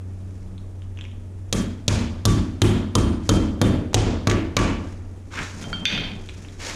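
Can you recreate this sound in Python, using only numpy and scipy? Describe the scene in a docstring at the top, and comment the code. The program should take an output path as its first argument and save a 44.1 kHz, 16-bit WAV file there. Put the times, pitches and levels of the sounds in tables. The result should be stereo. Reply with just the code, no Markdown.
"""In a bare, boomy room a far motor hums throughout, as wavering tones over a rumble, and small parts tick.
From 1.5 s a steel hammer drives an anchor into a concrete floor: ten blows, each a crack, a thud of the slab,
ringing metal and the room's answer. Then a plastic box swings round on the grit (shaped noise), with hoses bumping
behind it, and the hammer is laid down with clinks (short rings). More small ticks follow, and a tool is dragged
near. Clothing rustles now and then, and a limiter squeezes the loud moments."""
import sys
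import numpy as np
from scipy import signal
from scipy.io import wavfile

SR = 44100
rng = np.random.default_rng(int(sys.argv[2]) if len(sys.argv) > 2 else 0)


def materialize(psi):
    """Save the field psi as 16-bit PCM at rate SR to the path in sys.argv[1].

    A 1-D psi becomes a single channel; in a 2-D psi each row is a channel.
    """
    bounded = np.clip(np.atleast_2d(psi).T, -1, 1)
    quanta = np.round(bounded * 32767).astype(np.int16)
    wavfile.write(sys.argv[1], SR, quanta)


N = 297675   # length in samples

# Hammer blows: [start_s; crack: low_db, middle_db, bright_db, top_db; slab: deep_db, boom_db, body_db;
# room, in six ranges of pitch from 450 Hz up: six levels in dB;
# rings: face_db, high_db, claw_db, bracket_db; anchor: knock_db, knock_hz, clang_db, clang_hz]
BLOWS = [(1.526, -6, -13, -9, -2, -38, -36.5, -41, -32.5, -40, -30.5, -42, -33.5, -31, -46, -40, -43, -37, -23, 550, -28.5, 3324),
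         (1.8795, -9, -9.5, -3, -2, -28.5, -31, -35.5, -34, -25.5, -29, -28, -21.5, -29, -49, -24, -42, -41, -17.5, 606, -20, 2380),
         (2.2528, 0, -12.5, -4, 4, -26.5, -29, -30.5, -59, -24.5, -31, -32.5, -25.5, -27, -39, -21.5, -30, -20.5, -29, 594, -41, 1120),
         (2.6173, 0, -9.5, -9.5, -2.5, -27.5, -28.5, -28, -31.5, -24, -28.5, -24.5, -36, -26.5, -44, -41, -54, -27.5, -26, 798, -15.5, 3290),
         (2.9521, -3.5, -12, -7.5, 0.5, -28, -29, -27, -31, -22.5, -35, -27.5, -30, -29.5, -30, -15, -48, -20, -18.5, 499, -15.5, 1080),
         (3.291, -1.5, -11, -6.5, 0, -26, -29.5, -26.5, -23, -26.5, -27.5, -32, -26, -29, -27, -28, -40, -44, -14.5, 562, -12.5, 1172),
         (3.6144, 3, -11.5, -11, -2, -29, -28.5, -27.5, -21, -28, -28.5, -27.5, -39, -30, -34, -34, -37.5, -26, -17, 490, -19, 1420),
         (3.943, -17, -3, 2.5, -2, -27, -33.5, -26.5, -24, -21.5, -28.5, -22, -21.5, -39, -38, -34, -45, -34, -5, 740, -35, 2150),
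         (4.271, 2, -14, -13.5, -9.5, -31, -37.5, -31, -26, -27.5, -26.5, -33, -30.5, -42, -60, -49, -51, -28, -30, 575, -23.5, 2210),
         (4.5665, 2.5, -12, -5.5, -6, -30, -33, -31, -30.5, -22.5, -22.5, -29, -23, -36, -43, -38, -42, -15, -15.5, 599, -12, 2280)]
# Light touches of the hammer face around a blow: [start_s, level_db, clack_db, clack_hz]
REBOUNDS = [(2.9837, -24.5, -18, 1200), (3.315, -36, -28, 1260), (3.932, -42, -19, 714),
            (4.2977, -18.5, -6.5, 1950), (4.3132, -25, -6, 2070), (4.59, -21, -6.5, 1860)]


def hammer():
    """Steel meets anchor and floor: gives the blows with their room sound, and apart from them the ringing metal."""
    (start_s, low_db, middle_db, bright_db, top_db, deep_db, boom_db, body_db, *room_db,
     face_db, high_db, claw_db, bracket_db, knock_db, knock_hz, clang_db, clang_hz) = np.transpose(BLOWS)
    s = start_s + .001     # every part of the blow is timed from 1 ms after its listed start
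    rebound_s, rebound_db, clack_db, clack_hz = np.transpose(REBOUNDS)

    crack_db = 3 + np.transpose([low_db, middle_db, bright_db, bright_db, top_db, top_db])
    near = sum(scattered_crack(at, db) for at, db in zip(s, crack_db))
    near = near + sum(scattered_crack(at, [db + 7] * len(CRACK)) for at, db in zip(rebound_s, rebound_db))
    thud = slab_thud(s, deep_db, boom_db, body_db, rebound_s, rebound_db)
    boom = room(s, np.array([boom_db, *room_db]))

    rings = head_rings(s, claw_db, face_db, high_db) + strike(s, bracket_db, BRACKET, spread_db=2.5)
    rings += anchor_rings(rebound_s, clack_db, clack_hz, CLACK, spread_db=1.5)
    rings += anchor_rings(s, clang_db, clang_hz, CLANG, spread_db=2.5)
    rings += anchor_knocks(s, knock_db, knock_hz)
    return near + thud + boom, rings


# Short tones that make up a crack: [pitch_hz, level_db, t60_s] (t60: time to fall by 60 dB)
CRACK = [(1100, 6.5, 0.00078), (2670, 11, 0.0016), (3750, 6.5, 0.0026), (6540, 5, 0.0023),
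         (9900, -13, 0.0027), (12900, -22, 0.0048)]


def scattered_crack(at, levels_db):
    """Short tones make one crack, roughened by a fresh burst of noise and echoed by the floor."""
    t = np.arange(round(.03 * SR)) / SR
    crack = 0
    for k, (db, (hz, level_db, t60)) in enumerate(zip(levels_db, CRACK)):
        crack = crack + ring(from_db(db + level_db) * (-1) ** k * (t == 0), hz, t60)

    scatter = from_db(-11.5) * rng.standard_normal((2, len(t))) * np.exp(-t / 0.0045) * (t > .0015)
    scatter[:, 0] = 1     # the direct sound
    floor_echo_s = rng.uniform(.0028, .0034)
    scatter[:, round(floor_echo_s * SR)] += from_db(-4)

    out, first = np.zeros((2, N)), round(at * SR)
    out[:, first:first + len(t)] = signal.fftconvolve(crack[None], scatter, axes=1)[:, :len(t)]
    return out


# Slab and low room tones, sorted roughly from deep through boom to body: [pitch_hz, level_db, t60_s]
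SLAB = [(30, -45, 0.27), (38, 1, 0.52), (46.35, 2, 0.56), (71.7, -0.5, 0.51), (79.08, -3, 1),
        (86.37, -9.5, 1), (102.6, 11.5, 0.35), (113.5, -11, 1), (120, -33, 0.86), (136.3, -1, 0.46),
        (146.6, 4, 0.38), (173, -6.5, 0.82), (187.7, 2, 0.52), (199.7, -5, 0.48), (223, -5, 0.94),
        (218.8, -4, 0.81), (236.5, -12.5, 1), (249, -2.5, 0.82), (266.3, -5.5, 0.67), (279.8, -9, 0.86),
        (300.5, 3, 0.22), (319.7, -4, 0.74), (341.2, 1, 0.36), (360, -9.5, 0.85), (373, -0.5, 0.39),
        (447, -5, 0.16), (431, -4.5, 0.26), (490, -45, 1)]
# First give of the floor under the blow: [pitch_hz, level_db, t60_s]
PUSH = [(165, 0, .045)]
SLAB_SHIFT = .025   # spread of the slab's pitch from blow to blow, as a share


def slab_thud(s, deep_db, boom_db, body_db, rebound_s, rebound_db):
    """The floor gives way first, then the slab and the low room tones ring, a little retuned at each blow."""
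    thud = -strike(s + 0.0003, body_db + 29.5, PUSH, spread_db=4.0)
    for db, modes in zip((deep_db, boom_db, body_db), (SLAB[:9], SLAB[9:18], SLAB[18:])):
        # one part swings opposite ways left and right
        thud = thud + strike(s + 0.0047, db - 7.5, modes, spread_db=6.0) * [[1], [-1]]
        for at, blow_db, luck in zip(s, db, rng.standard_normal((len(s), len(modes)))):
            moved = [(hz * (1 + SLAB_SHIFT * z), level_db, t60) for (hz, level_db, t60), z in zip(modes, luck)]
            thud = thud + strike([at + .003], blow_db + 13, moved, spread_db=3)
    return thud + strike(rebound_s, rebound_db - 5.0, SLAB[18:], spread_db=5.0)


# Steel head: two low tones, eight of the claw, three of the face, three high ones: [pitch_hz, level_db, t60_s]
HEAD = [(1420, -3, 0.03), (2296, -13, 0.03), (2095, -9, .12), (2440, -1, 0.22), (3300, 9, .03),
        (3430, -5, .15), (3526, -1, 0.2), (3580, 6, 0.25), (2676, -9, .12), (4580, -1, .12),
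        (3135, -6, .12), (3160, 5, 0.3), (4490, -2, 0.06), (8680, -6, 0.04), (8770, -6, 0.05),
        (9720, -9, 0.035)]
# Sheet-metal lug, also rung by each blow: [pitch_hz, level_db, t60_s]
BRACKET = [(900, -13, 0.028), (1035, 5, .04), (1148, 1, 0.27), (1176, -4, 0.15), (1220, 5, 0.038),
           (1372, 2, 0.074)]
WAVER_DB = 5   # spread of the rings' wavering


def head_rings(s, claw_db, face_db, high_db):
    """The struck steel head rings at its own pitches, and the rings waver randomly in level."""
    rings = 0
    for db, modes in zip((claw_db, face_db, high_db), (HEAD[4:10], HEAD[10:13], HEAD[13:])):
        rings = rings + strike(s, db, modes, spread_db=1.5) * from_db(WAVER_DB * drift(18))
    return rings


# Anchor under a rebound: [multiple of the clack pitch, level_db, t60_s]
CLACK = [(1, 0, .005), (.6, -5, .006), (1.35, -3, .004)]
# Anchor and lug jarred together: [multiple of the clang pitch, level_db, t60_s]
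CLANG = [(.86, 2, .02), (.95, 5, .03), (1, 6, 0.035), (1.07, 4, 0.03), (1.16, 2.5, .03), (1.29, -1.5, .03)]


def anchor_rings(times, levels_db, pitches_hz, shape, spread_db):
    """The jarred anchor rings briefly in a cluster of tones, at a new pitch each time."""
    rings = 0
    for at, db, hz in zip(times, levels_db, pitches_hz):
        modes = [(hz * multiple, level_db, t60) for multiple, level_db, t60 in shape]
        rings = rings + strike([at], db, modes, spread_db=spread_db)
    return rings


def anchor_knocks(s, knock_db, knock_hz):
    """The struck anchor gives a short, hard snap of two tones and then rings a little."""
    knocks = 0
    for at, db, hz in zip(s, knock_db, knock_hz):
        snap = [(hz * multiple, 7, 0.03) for multiple in (1, .62)]
        knocks = knocks + strike([at], db, snap, spread_db=0)
        knocks = knocks + strike([at + .002], db, [(hz, 0, 0.12)], spread_db=0)
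    return knocks


# Loudness of the reflections: [pitch_hz, level_db]
ROOM = [(60, -46), (110, -62), (180, 4.5), (330, -3.5), (500, -5), (800, -13), (1200, -11), (2100, -13),
        (3200, -13), (5000, -14.5), (6500, -4.5), (9000, -3), (10300, -5), (13000, -5), (16000, -42)]
# How long they last: [pitch_hz, t60_s]
ROOM_T60 = [(60, 1), (250, 0.49), (1000, 0.44), (4000, 0.29), (12000, 0.02)]
# Time they take to thicken: [pitch_hz, build_up_s]
BUILD_UP = [(100, 0.0022), (1000, 0.0035), (5000, 0.041)]
# Pitches that part the room's seven ranges: [pitch_hz]
SPLIT_HZ = 450, 850, 1500, 2800, 5000, 8000


def room(times, levels_db):
    """Reflections thicken, then die unevenly band by band, while a far space rings on more softly."""
    size = round(1.5 * SR)
    t = np.arange(size) / SR

    def dying(hz):
        t60 = at_hz(ROOM_T60, hz)
        build = 1 - np.exp(-(t / at_hz(BUILD_UP, hz)) ** 2)
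        uneven = from_db(1.23 * drift(23)[:size])
        far_space = from_db(-20.0 - 60 * t / (3.01 * t60))
        return build * uneven * (from_db(-60 * t / t60) + far_space)

    # four different random noise patterns of the room take turns from blow to blow
    responses = [bands(white, ROOM, dying) for white in rng.standard_normal((4, 2, 2, size))]
    out = np.zeros((2, N + 2 * size))
    for k, (at, gains) in enumerate(zip(np.round(times * SR).astype(int), from_db(levels_db).T)):
        click = 1. * (np.arange(2048) == 0)
        push = gains[-1] * click
        for hz, lower, upper in zip(SPLIT_HZ, gains, gains[1:]):     # each range gets its own strength
            low_pass = signal.butter(2, hz, fs=SR, output="sos")
            push = push + (lower - upper) * signal.sosfilt(low_pass, click)
        out[:, at:at + size] += signal.fftconvolve(push[None], responses[k % 4], axes=1)[:, :size]
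    return out[:, :N]


# Hammer head touching the floor as it is laid down:
# [start_s, level_db, ring_db, turn (face 0 to claw 1), click_db]
CLINKS = [(5.626, -49, -13, 1, -38), (5.6411, -41.5, 3, 0.083, -38), (5.7297, -28, 1, .01, -46),
          (5.8542, -10, -2, 0.81, -5), (5.8873, -12, -19, 0.51, -31), (5.925, -16, -15, 0.71, -25),
          (5.95, -25, -12, 0.8, -30), (6.008, -30, -9, 0.71, -32), (5.977, -15, -8, 0.28, -30),
          (6.0366, -18.5, -8.5, 0.33, -42), (6.0762, -30.5, -22, 0.74, -44)]
# Handle and grit: [pitch_hz, level_db, t60_s]
CLATTER = [(1490, -8, 0.014), (2100, 0.5, 0.0088), (2540, 3, 0.009), (3330, 6.5, 0.0063), (4660, 0, 0.0025),
           (6100, -3.5, 0.0061)]
FACE_DOWN_DB, CLAW_DOWN_DB = (10, -35, -3.5), (-28, 1, -23)   # shares of low, claw and face tones


def clinks():
    """Each touch on concrete rings the steel and clicks handle and grit, which clatter on for a tenth of a second."""
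    s, db, ring_db, turn, click_db = np.transpose(CLINKS)
    shares_db = [ring_db + face + turn * (claw - face) for face, claw in zip(FACE_DOWN_DB, CLAW_DOWN_DB)]
    clatter, steel = strike(s, click_db, CLATTER, spread_db=0.0), 0
    for modes, share_db in zip((HEAD[:2], HEAD[2:10], HEAD[10:13]), shares_db):
        steel = steel + strike(s, db + share_db, modes, spread_db=1.5)

    late = 0.1 * rng.random((len(s), 40)).T     # forty weaker touches after each one, in seconds
    late_s = (s + late).ravel()
    clatter += strike(late_s, (db - 20 - 60 * late).ravel(), CLATTER[:5], spread_db=3)
    steel += strike(late_s, (db + shares_db[1] - 35 - 30 * late).ravel(), HEAD[2:10], spread_db=2.5)
    return clatter, steel


# Fingers and small parts ticking: [start_s, level_db, pitch_hz]
TICKS = [(0.58, -40, 3480), (0.8205, -42, 3030), (0.9738, -35.5, 2840), (0.989, -28.5, 2540),
         (1.011, -27, 3120), (1.041, -32, 2820), (1.052, -29.5, 2370), (1.115, -40.5, 3000),
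         (6.289, -28.5, 3350), (6.2938, -27.5, 2440), (6.4486, -32.5, 2480), (6.486, -37, 3330)]


def ticks():
    """Small parts tick in flurries: a very short ring of four tones, then four weaker ones close behind."""
    out = np.zeros(N)
    for (at, db, hz), late in zip(TICKS, 0.0071 * rng.random((len(TICKS), 4))):
        modes = [(hz, 0, .005), (hz * 2.4, -14, .004), (hz * 0.71, -12, .005), (hz * 1.225, -5, .005)]
        levels_db = db + 2 - 14 * np.sign(np.r_[0, late])     # the later ones are 14 dB weaker
        out += strike([at, *(at + late)], levels_db, modes, spread_db=2)
    return out


# Things dragged over grit: [start_s, loudest_s, level_db, bright_share_db]
SCRAPES = [(5.305, 5.402, -29.5, -5), (6.579, 6.661, -38, 9)]
# Dull part of the scrape: [pitch_hz, level_db]
GRIT = [(180, -40), (300, -7), (813, -21), (1010, -8.5), (1640, -3.5), (2670, -11.5), (4500, -39),
        (5850, -39), (9900, -120)]
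# Bright part of the scrape: [pitch_hz, level_db]
SHEEN = [(2060, -0.5), (3500, -5), (7960, -2), (9730, -39), (10700, -17), (13000, -33), (15000, -34)]
BITE_S, BITE_DB = 0.019, -9   # the grit bites quickly to a level below the loudest
RASP_FALL_DB_PER_S, SHEEN_FALL_DB_PER_S = 265, 100


def scrapes():
    """Grit under a dragged thing: a dull grainy rasp and a brighter sheen that fades more slowly."""
    t, rasp, sheen = np.arange(N) / SR, 0, 0
    for start, top, db, bright_db in SCRAPES:
        rise_db = np.interp(t, [start - BITE_S, start, start + BITE_S, top], [-80, -25, BITE_DB, 0])
        after = np.maximum(t - top, 0)
        rasp = rasp + from_db(db + rise_db - RASP_FALL_DB_PER_S * after)
        sheen = sheen + from_db(db + bright_db + rise_db - SHEEN_FALL_DB_PER_S * after)
    return rasp * hiss(GRIT, 1.0, 3.7) + sheen * hiss(SHEEN, 0.34, 2.5)


# Ribbed hoses bumping along behind the box: [time_s, level_db]
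HOSES = [(5.36, -65), (5.408, -29.5), (5.47, -47), (5.654, -33), (5.796, -34.5), (5.958, -28),
         (6.23, -39.5), (6.29, -64), (6.4, -43), (6.54, -49)]
# Their colour: [pitch_hz, level_db]
HOSE = [(18, -19), (30, 4.5), (98, -20), (119, -9.5), (156, 6), (347, -13), (900, -15), (1170, -21),
        (1980, -120)]


def hoses():
    """Low noise swells and sinks as the ribbed hoses bump along."""
    return from_db(in_time(HOSES)) * hiss(HOSE, 0.84, 0)


def reflections(x):
    """The room answers light, bright contacts with dense noise that falls by 60 dB in half a second."""
    t = np.arange(round(.8 * SR)) / SR
    mid, side = rng.standard_normal((2, len(t)))
    stereo = mid + from_db(-3.5) * side * [[1], [-1]]
    response = stereo * from_db(-60 * t / 0.5) * (1 - np.exp(-t / 0.0005))
    response = response / np.sqrt(np.sum(response ** 2) / 2)
    return signal.fftconvolve(x, response, axes=1)[:, :N]


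# Clothing swells: [loudest_s, level_db, rise_s, fall_s]
RUSTLE = [(.404, -62, 1.1, 0.42), (3.265, -43, 0.073, 0.18), (4.86, -51.5, 0.14, 0.54),
          (5.64, -40.5, 0.36, 0.38), (6.394, -48, 1.3, 1)]
# Colour of the cloth: [pitch_hz, level_db]
CLOTH = [(710, -32), (1200, -10), (1830, 8), (2520, -12), (2730, -12), (6750, -2), (14000, -37)]


def clothing():
    """Rubbing cloth is grainy noise that swells and fades."""
    return swells(RUSTLE) * hiss(CLOTH, 0.46, 3.0)


# Motor tone: [time_s, level_db]
HUM = [(0, -34.5), (.3, -33), (.49, -40.5), (.55, -34.5), (1.5, -38.5), (5.4, -39), (6.3, -39.5),
       (6.75, -45)]
# Tones above the motor's base pitch: [multiple, level_db]
HUM_ORDERS = [(2, 5), (4, -16), (5, -20.5), (6, -23), (8, -20), (9, -44)]
# The motor's fourth multiple swells once: [loudest_s, level_db, rise_s, fall_s]
GROAN = [(.52, -40.5, 0.35, 0.36)]
# Colour of the rumble: [pitch_hz, level_db]
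RUMBLE = [(12, -43), (20, 10), (43, -5), (74, 1.5), (103, -5.5), (121, -16), (147, -10.5), (270, -12),
          (674, -24.5), (4560, -45.5), (7300, -38.5), (12000, -53), (15000, -95.5)]
HUM_HZ, RUMBLE_DB = 46.5, -38.5   # mean base pitch, rumble level


def motor():
    """Multiples of a slow motor's slightly wandering pitch waver over a broad rumble."""
    turn = 2 * np.pi * np.cumsum(HUM_HZ * (1 + 0.0043 * drift(2.4))) / SR
    tones = 0
    for k, db in HUM_ORDERS:
        waver_db = (2.0 if k == 2 else 5.0) * drift(1.0)
        tones = tones + from_db(db + waver_db) * np.sin(k * turn + 2 * np.pi * rng.random())
    groan = swells(GROAN) * np.sin(4 * turn)
    return from_db(in_time(HUM)) * tones + groan + from_db(RUMBLE_DB) * hiss(RUMBLE, 0.74, 0)


def swells(rows):
    """Each swell rises to its top and falls away, straight in dB: 31 dB per rise or fall time."""
    t = np.arange(N) / SR
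    return sum(from_db(db - 31 * np.maximum((at - t) / rise, (t - at) / fall)) for at, db, rise, fall in rows)


def strike(times, db, modes, spread_db):
    """Each blow strikes every mode (one ringing tone) with a strength of its own."""
    at, out = np.round(np.array(times) * SR).astype(int), np.zeros(N)
    first, last = at.min(), min(N, at.max() + SR)     # stop one second after the last blow
    luck = rng.standard_normal((len(at), len(modes)))
    for k, (hz, level_db, t60) in enumerate(modes):
        clicks = np.zeros(last - first)
        clicks[at - first] = from_db(db + level_db + spread_db * luck[:, k]) * (-1) ** k
        out[first:last] += ring(clicks, hz, t60)
    return out


def ring(clicks, hz, t60):
    """A unit click sets a dying sine of starting height 1 ringing."""
    r, w = from_db(-60 / (t60 * SR)), 2 * np.pi * hz / SR
    return signal.lfilter([0, np.sin(w)], [1, -2 * r * np.cos(w), r * r], clicks + 1e-18)


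def hiss(spectrum, patchy_db, grain_db):
    """Coloured noise, patchy from band to band and made of uneven grains."""
    white = rng.standard_normal((2, 2, N)) * from_db(grain_db * drift(86))
    together = drift(34)
    return bands(white, spectrum, lambda hz: from_db(patchy_db * (together + drift(36))))


# How alike noise is left and right: [pitch_hz, likeness (0 to 1)]
LIKENESS = [(25, 0.52), (60, 0.14), (150, 1), (350, 0.78), (700, 0.15), (1500, 0.0091), (3000, 0.62),
            (6000, 0.15), (10000, 0)]


def bands(white, spectrum, shape):
    """Half-octave bands of stereo noise, each with its level, likeness and a gain in time shape(hz); rms 1."""
    out, edges = 0, 20 * 2 ** np.arange(0, 10, .5)
    for k, (low, high) in enumerate(zip(edges, edges[1:])):
        hz = np.sqrt(low * high)
        if at_hz(spectrum, hz) > -75:     # skip very weak bands
            band_pass = signal.butter(2, [low, high], "band", fs=SR, output="sos")
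            mid, side = signal.sosfilt(band_pass, white[k % 2])
            alike = np.clip(at_hz(LIKENESS, hz), 0, 1)
            stereo = np.sqrt(1 + alike) * mid + np.sqrt(1 - alike) * side * [[1], [-1]]
            out = out + from_db(at_hz(spectrum, hz)) * shape(hz) * stereo
    return rms_one(out)


def drift(rate):
    """Smooth random wandering of rms 1; a higher rate (Hz) wanders faster."""
    r = np.exp(-80 * np.pi * rate / SR)     # worked out at every 40th sample
    slow = signal.lfilter([1], [1, -2 * r, r * r], rng.standard_normal(N // 40 + 2002))[2000:]
    return np.interp(np.arange(N) / 40, np.arange(len(slow)), rms_one(slow))


def in_time(rows):
    """A level curve in dB on the time axis; -100 dB before and after."""
    s, db = np.transpose(rows)
    return np.interp(np.arange(N) / SR, s, db, left=-100, right=-100)


def at_hz(points, hz):
    """Reads a table at any pitch, between its points along a log scale of pitch."""
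    return np.interp(np.log(hz), np.log(np.array(points)[:, 0]), np.array(points)[:, 1])


def from_db(db):
    """Turns decibels into a plain multiplier."""
    return 10 ** (np.asarray(db) / 20)


def rms_one(x):
    """Scales a sound to an rms (average strength) of 1."""
    return x / np.sqrt(np.mean(x ** 2) + 1e-20)


def scene():
    """Adds all sources, with slight left-right leanings and the room's answer to the light contacts."""
    blows, rings = hammer()
    clatter, steel = clinks()
    lean_right = from_db([[-1.0], [1.0]])
    dull, steel = (clatter + ticks()) * lean_right, steel * lean_right
    light = dull + scrapes()
    wet = reflections(from_db(-2.5) * light + from_db(-5) * (rings + steel))
    contacts = blows * from_db([[.3], [-.3]]) + rings + steel + light
    return contacts + wet + clothing() + hoses() + motor()


def record(dry):
    """A limiter looks a moment ahead, squeezes what passes its ceiling and lets go steadily; the top is cut."""
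    ceiling_db, release_db_per_s, attack_s = -10, 150, .001
    level_db = 20 * np.log10(np.abs(dry).max(axis=0) + 1e-9)
    slope = release_db_per_s * np.arange(N) / SR
    held_db = np.maximum.accumulate(level_db + slope) - slope     # peaks that sink steadily
    over_db = np.maximum(held_db - ceiling_db, 0)
    r = np.exp(-1 / (attack_s * SR))
    smooth_db = signal.lfilter([1 - r], [1, -r], over_db)
    squeezed = dry * from_db(-.7 * np.roll(smooth_db, -40))     # takes off 0.7 of the excess, 40 samples early
    rounded = .8 * np.tanh(squeezed / .8)     # peaks are rounded softly
    return signal.sosfilt(signal.cheby2(12, 70, 16400, fs=SR, output="sos"), rounded)


dry = scene()
out = record(dry)
materialize(out)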